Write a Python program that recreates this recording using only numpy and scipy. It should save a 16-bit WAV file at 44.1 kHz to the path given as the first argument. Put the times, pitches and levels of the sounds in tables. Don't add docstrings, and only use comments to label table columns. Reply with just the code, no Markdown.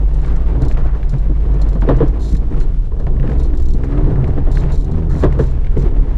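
import sys
import numpy as np
from scipy import signal
from scipy.fft import rfft, irfft
from scipy.io import wavfile
from scipy.ndimage import uniform_filter1d

SR = 44100
rng = np.random.default_rng(int(sys.argv[2]) if len(sys.argv) > 2 else 0)


def store_pcm(level_fs):
    pcm = np.round(np.clip(level_fs, -1, 1) * 32767).astype(np.int16)
    wavfile.write(sys.argv[1], SR, np.atleast_2d(pcm).T)


N = 272273
TIME = np.arange(N) / SR

# time in seconds, firing rate in Hz, level of the fundamental in dB,
# levels of harmonics 2-3 and of harmonics 4-7 in dB ahead of the bulkhead.
ENGINE_COURSE = [(0.0, 47.74, -9, -29, -41), (0.29, 49.96, -11.5, -26.5, -43.5),
                 (0.6, 57.43, -10, -23, -25), (0.9, 51.07, -14.5, -42.5, -47),
                 (1.13, 47.4, -16.5, -31, -44), (1.48, 50.8, -9.5, -27, -30), (1.8, 44.6, -9, -30.5, -34),
                 (2.01, 47.9, -9.5, -33, -41), (2.16, 57.82, -12, -35.5, -26),
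                 (2.42, 51.96, -12, -31.5, -32.5), (2.63, 52.92, -32, -31.5, -32),
                 (2.94, 56.74, -29.5, -34, -42.5), (3.13, 51.94, -12, -32, -29.5),
                 (3.54, 60.05, -14, -33, -28), (3.76, 61.54, -15, -22, -25.5),
                 (4.0, 75.53, -21, -34.5, -15.5), (4.12, 74.44, -23, -33, -21.5),
                 (4.25, 70.8, -17, -33.5, -30.5), (4.47, 70.2, -19.5, -30, -27.5),
                 (4.72, 62.97, -12.5, -46, -29.5), (4.93, 79.46, -18, -19.5, -24),
                 (5.12, 80.7, -22.5, -24.5, -20.5), (5.36, 64.96, -13.5, -36.5, -50),
                 (5.79, 63.68, -19, -31, -32.5), (5.98, 70.34, -21, -29.5, -24.5),
                 (6.17, 65.8, -16.5, -37, -35)]
# frequency in Hz, gain in dB.
BULKHEAD = [(95, -21), (125, 5.5), (155, 2), (190, -12), (235, -8.5), (295, -4.5), (330, -11), (375, -8),
            (450, -20), (600, -27)]
# time in seconds, then shell boom, ground rumble and trim rustle in dB.
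TRACK_COURSE = [(0.0, -13.5, -34, -44), (0.25, -10, -31.5, -41.5), (0.6, -11, -26, -39),
                (0.85, -6.5, -28.5, -38), (1.1, -13, -36, -44.5), (1.4, -11, -32.5, -43.5),
                (1.56, -8.5, -27, -38), (1.8, -8, -32, -46), (1.95, -2.5, -20.5, -30.5),
                (2.23, -13, -31.5, -45), (2.46, -5.5, -34, -45.5), (2.62, -6, -27.5, -42.5),
                (2.8, -7, -42.5, -49), (3.02, -10, -34.5, -60), (3.28, -7.5, -23.5, -38),
                (3.58, -12, -34.5, -47.5), (4.0, -6, -24, -37.5), (4.25, -5.5, -22, -41),
                (4.45, -9, -27, -41), (4.64, -7, -23, -33.5), (4.8, -7.5, -30, -46), (5.07, -10, -29, -43),
                (5.26, -5, -22, -35), (5.6, -11.5, -34.5, -43.5), (5.9, -6.5, -28.5, -38),
                (6.17, -5, -30.5, -41)]
# frequency in Hz, width in Hz, relative level in dB.
SHELL_MODES = [(18.2, 5.25, -4.5), (35, 11.7, -5), (65, 39.8, -14.5)]
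CABIN_MODES = [(132, 22.4, 0), (210, 112, -5.5), (295, 47.8, -0.5), (357.6, 68, -3.5), (459.3, 89, -4),
               (603, 167, -11), (756, 147, -11.5), (980, 315, -18.5), (1850, 320, -31), (3054, 1400, -42)]
# frequency in Hz, relative density in dB.
RUSTLE_SPECTRUM = [(500, -4.5), (900, 0), (1200, -4.5), (2000, -9.5), (2800, -17), (4000, -23.5),
                   (6000, -37), (9000, -53.5), (12000, -69.5), (16000, -100)]
HISS_SPECTRUM = [(1500, -8.5), (3000, -2.5), (4500, -8.5), (6000, -10.5), (8000, -15.5), (10500, -19),
                 (12500, -30.5), (16000, -46)]
# start in seconds, strength in dB.
MOUNT_SLIPS = [(0.1413, -42.5), (0.1695, -47), (0.194, -47), (0.2144, -44), (0.259, -41), (0.2778, -44),
               (0.3611, -41.5), (0.619, -36), (0.6497, -37.5), (0.6822, -34.5), (0.699, -43), (0.721, -39),
               (0.7841, -46.5), (0.8631, -44), (1.034, -51), (1.0939, -36.5), (1.1196, -45.5), (1.182, -45),
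               (1.5387, -43.5), (1.6153, -33), (1.686, -37.5), (1.7083, -49), (1.729, -45), (1.7478, -47),
               (1.811, -41), (1.895, -43), (1.9638, -37.5), (2.0789, -39.5), (2.1948, -43), (2.3257, -38),
               (2.3466, -35), (2.366, -36), (2.601, -36), (2.9962, -46), (3.2969, -43.5), (3.329, -46),
               (3.383, -48), (3.3966, -38), (3.4325, -37), (3.5491, -46), (3.5735, -38), (3.5992, -40.5),
               (3.6221, -39.5), (3.6551, -37.5), (3.6843, -37.5), (3.7057, -38), (3.7349, -36),
               (3.843, -40.5), (4.2759, -45.5), (4.5148, -32), (4.6192, -44), (4.72, -36), (4.776, -38),
               (4.7963, -39), (4.809, -41), (4.821, -43), (4.8438, -40.5), (4.9146, -43), (5.0957, -43),
               (5.103, -44), (5.112, -43), (5.125, -41), (5.1404, -41), (5.159, -40), (5.172, -42),
               (5.182, -40), (5.1921, -36.5), (5.3271, -44), (5.3891, -39.5), (5.439, -40), (5.4677, -43),
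               (5.511, -45), (5.7658, -49), (5.7774, -41), (5.794, -41), (5.803, -43), (5.816, -43),
               (5.8227, -40.5)]
# start and end in seconds, slips per second, strength in dB,
# extra drive to the modes near 4 kHz in dB.
SLIP_RUNS = [(2.197, 2.32, 170, -42, 4.5), (2.602, 2.64, 220, -46.5, 0), (3.378, 3.46, 92, -46.5, 3),
             (4.512, 4.61, 180, -40.5, 5), (4.619, 4.66, 111.4, -48, 3), (4.721, 4.765, 225, -43.5, 4),
             (5.194, 5.245, 150, -41, 3), (5.389, 5.43, 240, -44.5, -2), (5.439, 5.5, 150, -49.5, 4)]
# frequency in Hz, a third of the width in Hz, gain in dB.
MOUNT_MODES = [(3770, 100, -11.5), (4176, 12, -1.5), (4440, 41, -13.5), (4940, 170, -18), (5700, 220, -14),
               (6050, 50, -7.5), (7150, 130, -10), (8530, 340, -20), (9300, 22, -19), (10130, 53, -16.5),
               (10160, 160, -16.5), (13000, 150, -22), (13100, 260, -27)]
# frequency in Hz, width in Hz, gain in dB.
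CHATTER_BANDS = [(3630, 1200, -15), (5700, 2100, -16.5), (9500, 6400, -25.5), (12400, 2300, -29)]
# start in seconds, length in seconds, level at mid-stroke in dB.
WIPER_STROKES = [(0.18, 0.28, -43), (0.677, 0.34, -40), (1.4, 0.37, -50), (3.815, .5, -39.5),
                 (5.049, 0.24, -41)]
# frequency in Hz, width in Hz, relative gain in dB.
BLADE_MODES = [(1150, 250, 2.5), (1900, 400, -7)]
# start in seconds, peak level in dB.
TRIM_TICKS = [(0.2467, -23.5), (0.5228, -33), (0.7129, -23), (0.747, -29), (0.7735, -22), (0.8015, -36),
              (1.03, -25.5), (1.139, -28), (1.8201, -20.5), (1.865, -30), (1.888, -21.5), (2.004, -32),
              (2.3515, -28), (2.525, -35), (2.5418, -29), (2.6108, -23.5), (3.0678, -26), (3.1661, -34),
              (3.198, -26.5), (3.2296, -25.5), (3.2762, -23), (3.2964, -24), (3.3186, -25.5),
              (3.538, -29.5), (3.8364, -22), (3.9595, -31), (4.1087, -34), (4.1582, -24.5), (4.243, -20.5),
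              (4.305, -29), (4.336, -34), (4.377, -36), (4.572, -16.5), (4.6213, -30), (4.6367, -24),
              (5.1527, -29), (5.2422, -25), (5.3255, -22), (5.3921, -30), (5.488, -33), (5.533, -38),
              (5.574, -37), (5.6458, -27), (5.669, -25), (5.769, -27.5), (5.9462, -35)]
# start in seconds, then the levels of door panels, cabin drum, floor pan
# and crack in dB over the first 20 ms.
SUSPENSION_BLOWS = [(0.55, -25.5, -34, -28.5, -35), (0.615, -26, -12.5, -22, -33),
                    (0.77, -31, -26, -40, -28), (1.131, -29.5, -12.5, -36, -34.5),
                    (1.254, -36.5, -25.5, -40, -39.5), (1.296, -27, -16.5, -19.5, -40),
                    (1.754, -28.5, -16.5, -30, -32), (1.822, -37, -30, -17, -25),
                    (1.874, -14, -20, -24, -31), (1.889, -12, -6, -12, -12.5), (1.907, -19, -13, -16, -23),
                    (2.004, -6, -17.5, -13, -22), (2.019, -13, -11, -25.5, -21),
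                    (2.333, -35, -13.5, -40, -44.5), (2.511, -32.5, -30, -23.5, -45),
                    (2.916, -32.5, -39, -40, -41), (2.963, -31, -29, -38, -45.5),
                    (2.998, -34, -31, -36.5, -35.5), (3.067, -36.5, -18, -37, -32.5),
                    (3.198, -33, -25.5, -33, -44), (3.237, -24.5, -13.5, -25, -31.5),
                    (3.288, -29, -18, -28, -37), (3.318, -31, -19, -37, -46), (3.534, -43, -23, -25, -38),
                    (3.744, -28, -17, -24.5, -41.5), (4.069, -31, -19, -15.5, -41),
                    (4.376, -34, -16, -18, -29), (4.467, -23.5, -37, -23, -29.5),
                    (5.155, -36, -24, -20, -52), (5.226, -17, -19, -17, -25),
                    (5.236, -7.5, -6.5, -17, -15.5), (5.369, -25, -46, -24, -36),
                    (5.391, -12.5, -28, -19.5, -23.5), (5.397, -14.5, -9, -17, -29),
                    (5.532, -38, -37, -44, -44), (5.574, -45, -23, -45, -42), (5.767, -14, -11, -22.5, -32),
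                    (5.827, -24.5, -12.5, -25, -48)]


def undb(db):
    return 10 ** (np.asarray(db) / 20)


def unit_rms(x):
    return x / np.sqrt(np.mean(x ** 2))


def ring(x, hz, width):
    return signal.lfilter(*signal.iirpeak(hz, hz / width, SR), x)


def body(x, modes):
    return sum((-1) ** k * undb(db) * ring(x, hz, width) for k, (hz, width, db) in enumerate(modes))


def curves(table):
    times, *columns = np.transpose(table)
    return [np.interp(TIME, times, column) for column in columns]


def wander(rate):
    hold = int(SR / rate)
    steps = np.repeat(rng.standard_normal(N // hold + 1), hold)
    return 2.07 * uniform_filter1d(uniform_filter1d(steps, hold), hold)[:N]


def coloured(spectrum):
    bin_hz = np.maximum(np.fft.rfftfreq(N, 1 / SR), 1)
    hz, db = np.transpose(spectrum)
    gain = undb(np.interp(np.log(bin_hz), np.log(hz), db))
    return unit_rms(irfft(rfft(rng.standard_normal(N)) * gain, N))


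def burst(t60_s, rise_s, size=SR // 2):
    t = TIME[:size]
    return rng.standard_normal(size) * (1 - np.exp(-t / rise_s)) * undb(-60 * t / t60_s)


def add(out, start, sound):
    i = int(start * SR)
    out[i:i + len(sound)] += sound[:N - i]


def engine():
    firing_hz, fundamental_db, hum_db, growl_db = curves(ENGINE_COURSE)
    phase = 2 * np.pi * np.cumsum(firing_hz * (1 + .002 * wander(25))) / SR
    out = undb(fundamental_db + 1.12 * wander(11)) * np.sin(phase)
    for k in range(2, 8):
        source_db = hum_db if k < 4 else growl_db
        bulkhead_db = np.interp(k * firing_hz, *np.transpose(BULKHEAD))
        out += undb(source_db + bulkhead_db + 1.5 * wander(14)) * np.sin(k * phase + k)
    return np.sqrt(2) * out


def rutted_track():
    boom_db, rumble_db, rustle_db = curves(TRACK_COURSE)
    drum_db = -25.5 + 1.61 * (rumble_db + 30)
    hiss_db = -55.5 + .25 * (rustle_db + 42)
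    jolt_db = wander(40)
    boom = sum(undb(db) * unit_rms(ring(ring(rng.standard_normal(N), hz, width), hz, 2 * width))
               for hz, width, db in SHELL_MODES)
    drum = ring(ring(rng.standard_normal(N), *CABIN_MODES[0][:2]), hz=146, width=60)
    shaking = rng.standard_normal(N) * undb(jolt_db + 1.44 * wander(120))
    rumble_band = signal.butter(2, [170, 1100], "band", fs=SR, output="sos")
    rumble = signal.sosfilt(rumble_band, body(shaking, CABIN_MODES[1:8]))
    rustle = undb(rustle_db + 1.2 * jolt_db + 1.4 * wander(200)) * coloured(RUSTLE_SPECTRUM)
    hiss = undb(hiss_db + 1.2 * jolt_db) * coloured(HISS_SPECTRUM)
    return (undb(boom_db) * unit_rms(boom) + undb(drum_db) * unit_rms(drum)
            + undb(rumble_db) * unit_rms(rumble) + rustle + hiss)


def mount_creaks():
    slips = [(start, db, 1.5 + 2 * rng.standard_normal()) for start, db in MOUNT_SLIPS]
    for start, end, rate, db, low_extra_db in SLIP_RUNS:
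        gap_scatter, level_scatter = rng.standard_normal((64, 2)).T
        times = start + np.cumsum(np.exp(.25 * gap_scatter)) / rate
        slips += [(t, db + 2 * scatter, low_extra_db)
                  for t, scatter in zip(times, level_scatter) if t < end]
    low_drive, high_drive = np.zeros(N), np.zeros(N)
    for start, db, low_extra_db in slips:
        scrape = burst(t60_s=.058, rise_s=.0001, size=2048)
        scrape[4] += 4
        add(high_drive, start, undb(db) * scrape)
        add(low_drive, start, undb(db + low_extra_db) * scrape)
    chatter = body(high_drive * rng.standard_normal(N), CHATTER_BANDS)
    modes = [(hz, 3 * width, db) for hz, width, db in MOUNT_MODES]
    return undb(15.5) * (body(low_drive, modes[:3]) + body(high_drive, modes[3:]) + chatter)


def wipers():
    swell = sum(undb(db) * np.sin(np.pi * np.clip((TIME - start) / length, 0, 1))
                for start, length, db in WIPER_STROKES)
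    judder = undb(2 * wander(60))
    friction = ring(rng.standard_normal(N), hz=1400, width=1500)
    return swell * judder * unit_rms(body(friction, BLADE_MODES))


def trim_ticks():
    out = np.zeros(N)
    for start, db in TRIM_TICKS:
        hz = 1720 * np.exp(.07 * rng.standard_normal())
        contact = burst(t60_s=.03, rise_s=.0004, size=4096)
        contact[8] += 9
        tick = ring(ring(contact, hz, .5 * hz), hz, .88 * hz)
        add(out, start, tick * undb(db) / np.abs(tick).max())
    return out


def suspension_knocks():
    out = np.zeros(N)
    parts = CABIN_MODES[3:5], CABIN_MODES[:1], CABIN_MODES[1:3], CABIN_MODES[5:]
    bushes = [signal.butter(3, cutoff_hz, fs=SR, output="sos") for cutoff_hz in (300 * 3, 300, 600, 2800)]
    for start, *part_db in SUSPENSION_BLOWS:
        shudder = burst(t60_s=.12, rise_s=.0022)
        shudder[20] += 9
        for db, modes, bush in zip(part_db, parts, bushes):
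            knock = body(signal.sosfilt(bush, shudder), modes)
            add(out, start, knock * undb(db) / knock[:SR // 50].std())
    return out


def scene():
    return (engine() + rutted_track() + suspension_knocks() + trim_ticks() + mount_creaks()
            + wipers())[None]


def record(dry):
    memory_s, knee_db, top_hz = .08, -13.5, 15100
    pole = np.exp(-1 / (memory_s * SR))
    running_rms = np.sqrt(signal.lfilter([1 - pole], [1, -pole], dry ** 2))
    ducked = dry * (1 + (running_rms / undb(knee_db)) ** 2) ** -.25
    rounded = ducked / (1 + ducked ** 4) ** .25
    return signal.sosfilt(signal.ellip(8, .2, 70, top_hz, fs=SR, output="sos"), rounded)


dry = scene()
out = record(dry)
store_pcm(out)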